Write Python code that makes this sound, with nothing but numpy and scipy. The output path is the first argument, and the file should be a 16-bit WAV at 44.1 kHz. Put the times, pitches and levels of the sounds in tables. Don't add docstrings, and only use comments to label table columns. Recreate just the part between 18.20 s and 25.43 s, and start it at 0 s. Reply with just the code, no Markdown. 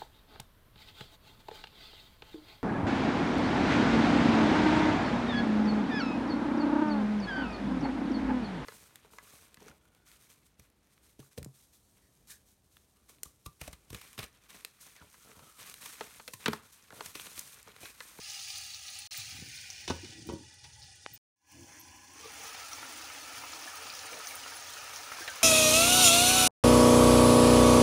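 import sys
import numpy as np
from scipy import signal
from scipy.fft import rfft, irfft, next_fast_len
from scipy.io import wavfile
from scipy.ndimage import map_coordinates

SR = 44100
rng = np.random.default_rng(int(sys.argv[2]) if len(sys.argv) > 2 else 0)


def wrap_up_sound(samples):
    columns = np.atleast_2d(samples).T
    tamed = np.clip(columns, -1, 1)
    steps = np.round(tamed * 32767).astype(np.int16)
    wavfile.write(sys.argv[1], SR, steps)


N = 318843

# frequency in Hz, gain in dB.
FRY_OPEN = [(200, -24.5), (400, -30), (650, -38), (1250, -30), (2400, -8.5), (3850, 0), (5000, -1),
            (6400, 1), (9300, -7), (12000, -11.5), (15000, -18)]
FRY_AJAR = [(200, -15), (400, -25), (650, -25), (1250, -29), (2400, -3.5), (3850, -4), (5000, -1.5),
            (6400, -3.5), (9300, -12), (12000, -17.5), (15000, -22.5)]
FRY_SHUT = [(200, -13), (400, -10), (650, -16), (1250, -22.5), (2400, -8), (3850, -4.5), (5000, 3),
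            (6400, 2), (9300, -4.5), (12000, -18), (15000, -39)]
STEW_SHUT = [(90, -38), (200, -1.5), (400, -12), (1300, -11), (2400, -2.5), (3850, -7), (5000, -3.5),
             (6200, 1), (9300, -8.5), (12000, -9.5), (15000, -19.5)]
STEW_OPEN = [(90, -38), (200, -23.5), (400, -35.5), (1300, -11.5), (2400, -2), (3850, -6), (5000, -4),
             (6200, -3), (9300, -11), (12000, -10), (15000, -19)]
# pitch in Hz, width in Hz, boost in dB.
FRY_OPEN_AIR = [(590, 69, 16), (781, 213, 23.5), (1243, 270, 18.5), (1695, 150, 9), (1960, 83, 8),
                (2465, 160, 2.5), (2740, 160, 0.5)]
FRY_AJAR_AIR = [(524, 76, 6), (807, 49, 10), (1043, 55, 7.4), (1484, 160, 13), (1797, 510, 7.6),
                (2380, 140, 5.3)]
FRY_SHUT_AIR = [(589, 66, 5.8), (826, 91, 16), (1280, 130, 10), (1474, 120, 15), (1720, 140, 14),
                (1934, 120, 17.6), (2434, 140, 8.5), (2935, 340, 6.1), (3520, 380, 8.3), (4380, 140, 4.9)]
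STEW_SHUT_AIR = [(554, 86, 3.5), (815, 104, 17), (1008, 150, 14.5), (1320, 120, -7), (1525, 220, 3),
                 (1685, 54, 14.5), (1780, 110, 2), (3500, 200, 2), (3850, 320, -13), (4300, 200, 1.5),
                 (4720, 200, -5.5), (5820, 570, 3.5)]
STEW_OPEN_AIR = [(441.8, 16, 12.4), (485, 280, 22.9), (783, 320, 20.1), (968, 57, 7.8), (1278, 383, 14.7),
                 (1750, 210, 6.9), (2305, 64, 3.6)]
# middle of the passage in seconds, length in seconds.
CHANGES = [(1.133, 0.35), (1.84, 0.66), (3.08, .05), (4.106, 0.42)]
# bubbling in dB, fizz in dB.
STRENGTH = [(-53, -46.5), (-53, -51.5), (-62.5, -56), (-61, -57), (-47.5, -46.5)]
# start in seconds, length in seconds, most added bubbling in dB, most added fizz in dB.
SURGES = [(0.026, 0.51, 3.5, 3.5), (0.876, 0.17, 3.5, 3), (1.24, 0.35, 2.5, 4.5), (3.44, 0.22, 2, 3),
          (3.643, 0.23, 4.5, 1.5)]

# frequency in Hz, gain in dB.
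FLAME_COLOUR = [(20, -26), (45, -11), (65, -1), (88, 4.5), (120, -3), (180, -19.5), (350, -31), (700, -53)]
RUB_COLOUR = [(50, -24), (100, -1.5), (170, -4), (310, -2), (400, -16.5), (520, -15.5), (700, -55),
              (1500, -63.5)]
CLANK_COLOUR = [(200, -33), (500, -6.5), (800, 4), (1000, 5), (1250, -3.5), (1600, -16), (3000, -42.5)]
CLACK_COLOUR = [(100, -21.5), (300, -15), (1000, 0), (1300, 5.5), (2500, 11), (5500, 12), (9500, -2),
                (15000, -19)]
CRACKLE_COLOUR = [(1000, -36.5), (2500, -2.5), (4300, 1), (6500, 3.5), (9500, -10), (15000, -19.5)]
SPLAT_COLOUR = [(300, -9), (800, -1.5), (1900, 0), (3000, -2), (4000, -1), (5500, -12), (9000, -27)]
# frequency in Hz, gain in dB.
MIC_COLOUR = [(20, -24), (45, -4.5), (62, -1.5), (6400, -1.5), (7800, -6), (9300, 1), (11000, -5),
              (13600, -11.5), (14800, 7)]

# time in seconds, then relative dB of low thud, middle clank and high clack.
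KNOCKS = [(1.678, -28, -33, -27), (1.699, -20, -25.5, -28), (1.704, -23, -34, -27.5),
          (1.846, -42, -57, -38), (1.925, -52, -58, -45), (2.089, -27.5, -36.5, -42.5),
          (2.097, -29.5, -36, -43.5), (2.12, -32, -44, -64), (2.132, -32.5, -46, -64),
          (2.158, -38.5, -52, -66), (2.441, -56, -57, -39.5), (2.446, -60, -52, -47)]
BLOW_HZ = (330, 940, 2600)
# pitch in Hz, relative dB, seconds to fall by 60 dB.
LID_MODES = [(85.8, -10, 0.24), (135, -15, 0.22), (240, -14, .045), (325.6, -9, 0.14), (470.5, -12.5, 0.19),
             (545, -17.5, 0.29), (800, -23, 0.1), (941.5, -9.5, 0.28), (1487, -17.5, 0.25),
             (1910, -27, 0.16), (2587, -9, 0.084), (2967, -4.5, 0.076), (3580, -15.5, 0.14)]
# start in seconds, level in dB, length in seconds.
JUDDERS = [(1.2, -75, 0.1), (1.828, -44.5, 0.021), (1.935, -56.5, 0.058), (1.975, -49, 0.035),
           (2.052, -44, 0.044), (2.212, -57, 0.035)]
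# start in seconds, length in seconds, level in dB.
SLIDES = [(1.11, 0.13, -55), (1.79, 0.25, -55), (2.062, 0.075, -44)]
# start in seconds, length in seconds, level in dB.
RUMBLES = [(.97, 0.33, -56.5), (1.69, 0.11, -53), (1.85, 0.42, -62), (2.42, 0.21, -56),
           (2.89, 0.028, -53.5), (3.33, 0.12, -59.5)]
# time in seconds, peak in dB, centre in Hz.
TICK = (2.863, -18.5, 940)

# time in seconds, level in dB, centre in Hz.
SPITS = [(0.0992, -32, 6000), (0.105, -36, 4000), (0.193, -34, 3860), (0.199, -35, 3970),
         (0.207, -37, 4900), (0.215, -36, 5200), (0.303, -29, 5000), (0.357, -30, 5260), (0.37, -33, 4800),
         (0.382, -33, 9800), (.538, -32, 4300), (0.5457, -32, 5830), (0.6803, -35, 4130),
         (0.689, -34, 4540), (0.7892, -30.5, 9200), (0.9208, -30, 4270), (.945, -32, 2130),
         (0.975, -32, 13800), (0.976, -37, 4600), (1.007, -32, 4140), (1.114, -35, 4340),
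         (1.115, -44, 2340), (1.5022, -28.5, 6250), (1.6102, -36, 6160), (2.07, -43.5, 10830),
         (4.532, -29.5, 5300), (5.334, -31.5, 4530), (5.4237, -33, 5650), (5.556, -35.5, 11500),
         (5.701, -30.5, 4560), (5.738, -32, 4900), (5.751, -35, 5600), (5.791, -33, 5400),
         (6.0713, -26.5, 5600), (6.155, -29.5, 10330), (6.761, -30.5, 6160)]
# time in seconds, peak in dB, final pitch in Hz,
# seconds for the ring to fall by 60 dB, share by which the pitch starts higher.
PLOPS = [(4.057, -42, 436, 0.12, .05), (4.531, -38.5, 810, 0.04, .05), (4.629, -36, 1320, .04, 0.055),
         (4.901, -36, 1280, 0.047, .05), (5.237, -34.5, 900, 0.035, .1), (5.24, -35.5, 1290, 0.024, .05),
         (5.331, -35.5, 1187, 0.042, 0.088), (5.475, -37, 1684, 0.096, 0.054),
         (5.668, -34.5, 1260, 0.021, .05), (5.697, -35, 2350, 0.027, 0.056),
         (5.728, -35.5, 1290, .04, 0.038), (5.834, -40.5, 1220, .03, .05), (5.93, -34.5, 2250, 0.032, .05),
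         (5.999, -36.5, 1273, 0.11, 0.033), (6.108, -37, 2310, 0.057, 0.027), (6.118, -38, 2130, 0.07, .03),
         (6.235, -37.5, 2800, 0.083, 0.067), (6.262, -33, 1230, 0.024, 0.085),
         (6.321, -37.5, 1580, .04, 0.046), (6.568, -38, 1350, .04, .05), (6.678, -38, 1210, 0.043, .05),
         (6.874, -40, 1230, .03, .05), (6.9179, -28.5, 1260, 0.035, .08), (6.9194, -31, 1720, 0.025, .1),
         (6.985, -34.5, 1000, .018, .1), (7.008, -41.5, 344, .08, .03), (7.018, -33, 1590, 0.057, .03),
         (7.078, -26, 2090, 0.0078, .1), (7.078, -29.5, 1530, 0.14, .36), (7.16, -36.5, 1200, 0.035, .05),
         (7.22, -32.5, 1075, 0.04, .1)]
# time in seconds, peak in dB, seconds to fall by 60 dB.
SPLATS = [(7.0769, -27, 0.064), (7.084, -33, .06)]
# start in seconds, level in dB, pitch in Hz, length in seconds.
WHISTLES = [(2.933, -47.5, 14300, 0.032), (3.594, -44, 12600, 0.028), (6.072, -50, 8930, 0.046),
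            (6.078, -51, 10200, 0.052), (6.073, -52.5, 14250, 0.055), (6.353, -45.5, 10020, .035)]
# start in seconds, length in seconds, level in dB.
GURGLES = [(3.335, 0.11, -55.5), (4.09, 0.11, -66), (4.53, 0.38, -64), (4.93, 0.54, -59.5),
           (7.0, 0.023, -57)]
# start in seconds, length in seconds, level in dB, centre in Hz, width in Hz.
SOFT_SWELLS = [(2.606, 0.027, -51, 4800, 1500), (3.324, 0.24, -68, 574, 220),
               (3.474, 0.11, -59.5, 1900, 880), (3.674, 0.13, -70, 2100, 1400),
               (3.94, 0.2, -57.5, 1660, 1600), (4.016, 0.062, -53, 3950, 2800),
               (5.9, 0.076, -51.5, 540, 300)]
# time in seconds, centre in Hz, level in dB.
SEAR = [(0, 5000, -52.5), (.22, 4920, -50.5), (.45, 4630, -51.5), (.62, 4440, -57), (.85, 4300, -52),
        (1.01, 4200, -51), (1.13, 4340, -54.5), (1.25, 4300, -66), (1.5, 4300, -100)]
# time in seconds, pitch in Hz, level in dB.
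LIFT = [(3.45, 289, -100), (3.57, 305, -63.5), (3.8, 298, -70), (3.92, 335, -66), (3.99, 425, -66),
        (4.06, 463, -53.5), (4.13, 470, -71), (4.22, 465, -60), (4.4, 500, -100)]
# lower edge in Hz, upper edge in Hz.
BUBBLE_BANDS = [(0, 1080), (1080, 1600), (1600, 2250), (2250, 3200)]
# start in seconds, end in seconds, fade-in in seconds.
DROPOUTS = [(0.874, 0.907, 0.0027), (2.978, 3.161, 0.16)]

MUTE_DB, FADE_FROM_DB = -59, -38
TOP_HZ, SPLIT_HZ = 15700, 3000
FLAME_DB = -66
BOIL_S, BOIL_DB_PER_S = 4.2, 0.44
GURGLE_START_S, GURGLE_DB = 2.9, -68.5
SPUTTER_DB, SPUTTERS_PER_S = 0.44, 12
WAVER_DB, WAVERS_PER_S = 1.5, 18
CRACKLE_DB, CRACKLES_PER_S = -10, 100
STEW_CRACKLE_SHARE = .6
SEAR_WIDTH_HZ, LIFT_WIDTH_HZ = 390, 55
UPPER_HZ, UPPER_FOLLOWS, UPPER_DB = 670, 1.1, 0
BOWL_HZ, BOWL_DRIFT_HZ, BOWL_DB, BOWL_WAVER_DB = 814, 30.1, -69, 8
SPLASH_DB, SPLASH_DB_PER_S = 5.5, -110
GLIDE_S = 0.0066


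def amp(db):
    return 10 ** (np.asarray(db) / 20)


def unit(x):
    return x / np.sqrt(np.mean(x ** 2) + 1e-20)


def along(points, hz):
    f, v = np.transpose(points)
    return np.interp(np.log(hz + 1), np.log(f + 1), v)


def peak_db(f, hz, steepness):
    return -10 * np.log10(1 + (steepness * np.log2((f + 1) / hz)) ** 4)


def curves(rows):
    s, *columns = np.transpose(rows)
    return [np.interp(np.arange(N) / SR, s, column) for column in columns]


def wobble(rate):
    return map_coordinates(rng.standard_normal(int(N * rate / SR) + 4), [np.arange(N) * rate / SR])


def coloured(x, db_of_hz, size=4096):
    gain = np.maximum(amp(db_of_hz(np.fft.rfftfreq(size, 1 / SR))), 1e-6)
    cepstrum = irfft(np.log(gain))
    cepstrum[1:size // 2] *= 2
    cepstrum[size // 2 + 1:] = 0
    return signal.fftconvolve(x, irfft(np.exp(rfft(cepstrum))))[:len(x)]


def band(x, lo_hz, hi_hz):
    m = next_fast_len(N + 8192)
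    hz = np.fft.rfftfreq(m, 1 / SR)
    return irfft(rfft(x, m) * ((hz >= lo_hz) & (hz < hi_hz)), m)[:N]


def resonance(x, hz, width_hz):
    turn = np.exp(2j * np.pi * np.cumsum(hz * np.ones(N)) / SR)
    smooth = signal.lfilter(*signal.butter(2, width_hz / SR), x / turn)
    return unit((smooth * turn).real)


def add(track, s, sound):
    part = track[max(round(s * SR), 0):][:len(sound)]
    part += sound[:len(part)]


def bursts(rate, spread_db):
    happens = rng.random(N) < rate / SR
    size_db = spread_db * np.minimum(rng.standard_normal(N), 3.3)
    return unit(happens * amp(size_db) * rng.choice([-1, 1], N))


def bouts(rows, attack_s, t60):
    t = np.arange(N) / SR
    total = 0
    for s, length, db in rows:
        rise = np.clip((t - s) / attack_s, 0, 1)
        total = total + rise * amp(db - 60 * np.maximum(t - s - length, 0) / t60)
    return total


def puff(colour, t60):
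    t = np.arange(SR // 2) / SR
    sound = coloured(rng.standard_normal(len(t)) * amp(-60 * t / t60), lambda f: along(colour, f))
    return sound / np.abs(sound).max()


def room(x, wet_db, t60, size=2048, count=11025):
    t, out = np.arange(count) / SR, x.copy()
    decay = amp(-60 * t / t60) * (t > .001)
    for start in range(0, N, size):
        tail = rng.standard_normal(count) * decay
        tail /= np.linalg.norm(tail)
        add(out, start / SR, amp(wet_db) * signal.fftconvolve(x[start:start + size], tail))
    return out


def state_shares():
    t = np.arange(N) / SR
    reached = [np.clip((t - s) / length + .5, 0, 1) for s, length in CHANGES]
    return np.abs(np.diff([np.ones(N)] + reached + [np.zeros(N)], axis=0))


def strength():
    t = np.arange(N) / SR
    level_db = np.transpose(STRENGTH) @ state_shares() + BOIL_DB_PER_S * np.maximum(t - BOIL_S, 0)
    for s, length, *gain_db in SURGES:
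        level_db += np.outer(gain_db, np.sin(np.pi * np.clip((t - s) / length, 0, 1)))
    return level_db


def flame():
    noise = unit(coloured(rng.standard_normal(N), lambda f: along(FLAME_COLOUR, f)))
    return noise * amp(FLAME_DB + 2.5 * wobble(4.9))


def rumble():
    colour = [(20, -28.0), (45, -30.5), (65, -10.0), (88, 0.5), (120, -4.5), (180, -17.5), (350, -50.0)]
    noise = unit(coloured(rng.standard_normal(N), lambda f: along(colour, f)))
    return noise * bouts(RUMBLES, attack_s=0.017, t60=0.56) * amp(0.88 * wobble(13))


def tick():
    s, db, hz = TICK
    blow = np.zeros(N)
    blow[round(s * SR)] = 1
    click = coloured(blow, lambda f: peak_db(f, hz, 0.67) - 9 * (f / 6500) ** 2)
    return amp(db) * click / np.abs(click).max()


def judders():
    out = np.zeros(N)
    for s, db, length in JUDDERS:
        n = int(length * SR)
        phase = np.cumsum(2 * np.pi * 325 / SR + 0.025 * rng.standard_normal(n))
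        swell = np.sin(np.pi * np.arange(n) / n)
        add(out, s, amp(db) * np.sqrt(2) * np.sin(phase) * swell)
    return out


def lid_ring(blow):
    t = np.arange(SR // 2) / SR
    ring = np.zeros(len(t))
    for hz, db, t60 in LID_MODES:
        drift = .016 * np.sqrt(hz / 1000) * np.cumsum(rng.standard_normal(len(t)))
        level_db = along(blow, hz) + db + rng.normal(0, 2.7) - 60 * t / t60
        ring += amp(level_db) * np.sin(2 * np.pi * hz * t + drift + rng.uniform(0, 2 * np.pi))
    return ring * (1 - np.exp(-t / 0.001))


def lid():
    thud_colour = [(40, -23.5), (110, -7.5), (330, 13.0), (950, -21.0), (1500, -15.5), (4000, -58)]
    out = np.zeros(N)
    for s, thud_db, clank_db, clack_db in KNOCKS:
        ring = lid_ring(list(zip(BLOW_HZ, (thud_db, clank_db, clack_db))))
        thud = amp(thud_db) * puff(thud_colour, t60=0.039)
        clank = amp(clank_db) * puff(CLANK_COLOUR, t60=0.049)
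        clack = puff(CLACK_COLOUR, t60=.012) + amp(3.5) * puff(CLACK_COLOUR, t60=0.08)
        add(out, s, amp(-5.5) * ring + amp(-3.5) * (thud + clank + amp(clack_db) * clack))
    rub = unit(coloured(bursts(rate=440, spread_db=8.0), lambda f: along(RUB_COLOUR, f)))
    return out + bouts(SLIDES, attack_s=0.014, t60=0.35) * rub


def lift():
    hz, db = curves(LIFT)
    bubbles = bursts(rate=2500, spread_db=0.5)
    lower = resonance(bubbles, hz, LIFT_WIDTH_HZ)
    upper = resonance(bubbles, UPPER_HZ + UPPER_FOLLOWS * hz, width_hz=88)
    return amp(db) * (lower + amp(UPPER_DB) * upper)


def whistles():
    out = np.zeros(N)
    for s, db, hz, length in WHISTLES:
        n = int(length * SR)
        phase = np.cumsum(2 * np.pi * hz / SR + 0.11 * rng.standard_normal(n))
        swell = np.sin(np.pi * np.sqrt(np.arange(n) / n))
        add(out, s, amp(db) * np.sqrt(2) * np.sin(phase) * swell)
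    return out


def hollow(hz, width_hz):
    phase = 2 * np.pi * np.cumsum(hz * np.ones(N)) / SR
    return unit(wobble(width_hz) * np.sin(phase) + wobble(width_hz) * np.cos(phase))


def gurgle():
    t = np.arange(N) / SR
    steady = amp(GURGLE_DB) * (t > GURGLE_START_S)
    boil = np.hypot(steady, bouts(GURGLES, attack_s=0.015, t60=0.11)) * amp(1.9 * wobble(5.77))
    return boil * hollow(hz=293, width_hz=115)


def soft_swells():
    out = np.zeros(N)
    for s, length, db, hz, width_hz in SOFT_SWELLS:
        swell = bouts([(s, length, db)], attack_s=0.022, t60=0.17)
        out += swell * resonance(bursts(rate=2600, spread_db=-2.5), hz, width_hz)
    return out


def plop(hz, t60, glide, splash_db, splash_t60):
    t = np.arange(SR // 10) / SR
    pitch = hz * (1 + glide * np.exp(-t / GLIDE_S))
    ring = np.sin(2 * np.pi * np.cumsum(pitch) / SR) * amp(-60 * t / t60)
    noise = rng.standard_normal(len(t)) * amp(-60 * t / splash_t60)
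    splash = coloured(noise, lambda f: peak_db(f, hz, 1.64))
    sound = ring + amp(splash_db) * splash / np.abs(splash).max()
    return sound / np.abs(sound).max()


def juice():
    large, small = np.zeros(N), np.zeros(N)
    for s, db, hz, t60, glide in PLOPS:
        splash_db = SPLASH_DB + SPLASH_DB_PER_S * t60
        add(large, s, amp(db) * plop(hz, t60, glide, splash_db, splash_t60=0.028))
    for s, db, t60 in SPLATS:
        add(large, s, amp(db) * puff(SPLAT_COLOUR, t60))
    for when, pitch, size, slide in rng.random(size=(170, 4)):
        hz = 750 * 4.4 ** pitch
        blip = plop(hz, t60=22 / hz, glide=.2 * (slide - .5), splash_db=-3, splash_t60=.008)
        add(small, BOIL_S + (N / SR - BOIL_S) * when ** .8, amp(-44 + 5 * size ** 4) * blip)
    return large + small


def snap(hz, spray_db):
    t = np.arange(SR // 12) / SR
    rough_hz = hz * (1 + 0.37 * rng.standard_normal(len(t)))
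    ring = np.sin(2 * np.pi * np.cumsum(rough_hz) / SR) * t * amp(-60 * t / 0.003)
    noise = rng.standard_normal(len(t)) * amp(-60 * t / 0.053)
    spray = coloured(noise, lambda f: peak_db(f, hz, 5.0))
    return ring / np.abs(ring).max() + amp(spray_db) * spray / np.abs(spray).max()


def spits():
    loud, faint = np.zeros(N), np.zeros(N)
    for s, db, hz in SPITS:
        add(loud, s, amp(db) * snap(hz, spray_db=-9.5))
    for when, pitch, size in rng.random(size=(200, 3)):
        droplet = snap(4400 * 2.6 ** pitch, spray_db=-29.0)
        add(faint, when * N / SR, amp(5.5 + 5.4 * size ** 4) * droplet)
    _, fizz_db = strength()
    highpass = signal.butter(2, 1100, 'highpass', fs=SR, output='sos')
    return signal.sosfilt(highpass, loud + faint * amp(fizz_db))


def sear():
    hz, db = curves(SEAR)
    return amp(db) * resonance(bursts(rate=4500, spread_db=-1.0), hz, SEAR_WIDTH_HZ)


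def bowl():
    pitch = BOWL_HZ + BOWL_DRIFT_HZ * wobble(8.3)
    hum = resonance(bursts(rate=550, spread_db=6), pitch, width_hz=70)
    uneven = unit(hum * amp(BOWL_WAVER_DB * np.tanh(wobble(18))))
    frying = state_shares()[:3].sum(axis=0)
    return amp(BOWL_DB) * uneven * np.sqrt(frying)


def crackle():
    ticks = room(bursts(rate=CRACKLES_PER_S, spread_db=0.5), wet_db=-5.5, t60=.03)
    ticks = unit(coloured(ticks, lambda f: along(CRACKLE_COLOUR, f)))
    _, fizz_db = strength()
    fry_open, fry_ajar, _, _, stew_open = state_shares()
    return ticks * amp(CRACKLE_DB + fizz_db) * np.sqrt(fry_open + fry_ajar + STEW_CRACKLE_SHARE * stew_open)


def pan_colour(spectrum, air):
    def gain_db(hz):
        return along(spectrum, hz) + sum(db * .5 ** ((2 * (hz - c) / w) ** 2) for c, w, db in air)
    return gain_db


def sizzle():
    bubbling_db, fizz_db = strength()
    pops = bursts(rate=3400, spread_db=3.5) * amp(0.21 * wobble(40))
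    pops = room(pops, wet_db=-1.0, t60=0.15, size=512, count=4096)
    bubbles = np.zeros(N)
    for lo, hi in BUBBLE_BANDS:
        bubbles += band(pops, lo, hi) * amp(WAVER_DB * np.tanh(wobble(WAVERS_PER_S)))

    fizz = bursts(rate=5000, spread_db=5.5) * amp(0.084 * wobble(35))
    fizz = room(fizz, wet_db=2.5, t60=0.078, size=512, count=2048)
    droplets = room(bursts(rate=67, spread_db=15.0), wet_db=3.5, t60=0.02)
    fizz = unit(fizz) + amp(-22.5) * band(droplets, 6200, TOP_HZ)

    states = [(FRY_OPEN, FRY_OPEN_AIR), (FRY_AJAR, FRY_AJAR_AIR), (FRY_SHUT, FRY_SHUT_AIR),
              (STEW_SHUT, STEW_SHUT_AIR), (STEW_OPEN, STEW_OPEN_AIR)]
    out = np.zeros(N)
    for state, share in zip(states, state_shares()):
        low = unit(band(coloured(bubbles, pan_colour(*state)), 0, SPLIT_HZ))
        high = unit(band(coloured(fizz, pan_colour(*state)), SPLIT_HZ, TOP_HZ))
        out += np.sqrt(share) * (amp(bubbling_db) * low + amp(fizz_db) * high)
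    return out * amp(SPUTTER_DB * wobble(SPUTTERS_PER_S))


def scene():
    background = flame() + rumble() + tick()
    handling = room(lid() + judders(), wet_db=-10, t60=0.28) + lift()
    stew = whistles() + gurgle() + room(juice(), wet_db=-6.5, t60=0.11)
    frying = room(spits(), wet_db=-3.5, t60=0.056) + sear() + bowl() + crackle()
    return (background + handling + stew + frying + soft_swells() + sizzle())[None]


def fader():
    t, gain_db = np.arange(N) / SR, np.zeros(N)
    for start, end, fade_s in DROPOUTS:
        fade_in_db = FADE_FROM_DB * np.clip(1 - (t - end) / fade_s, 0, 1)
        gain_db += (t >= start) * np.where(t < end, MUTE_DB, fade_in_db)
    return amp(gain_db)


def record(dry):
    sound = coloured(dry[0], lambda f: along(MIC_COLOUR, f)) * fader()
    return band(sound, 0, TOP_HZ)[None]


dry = scene()
out = record(dry)
wrap_up_sound(out)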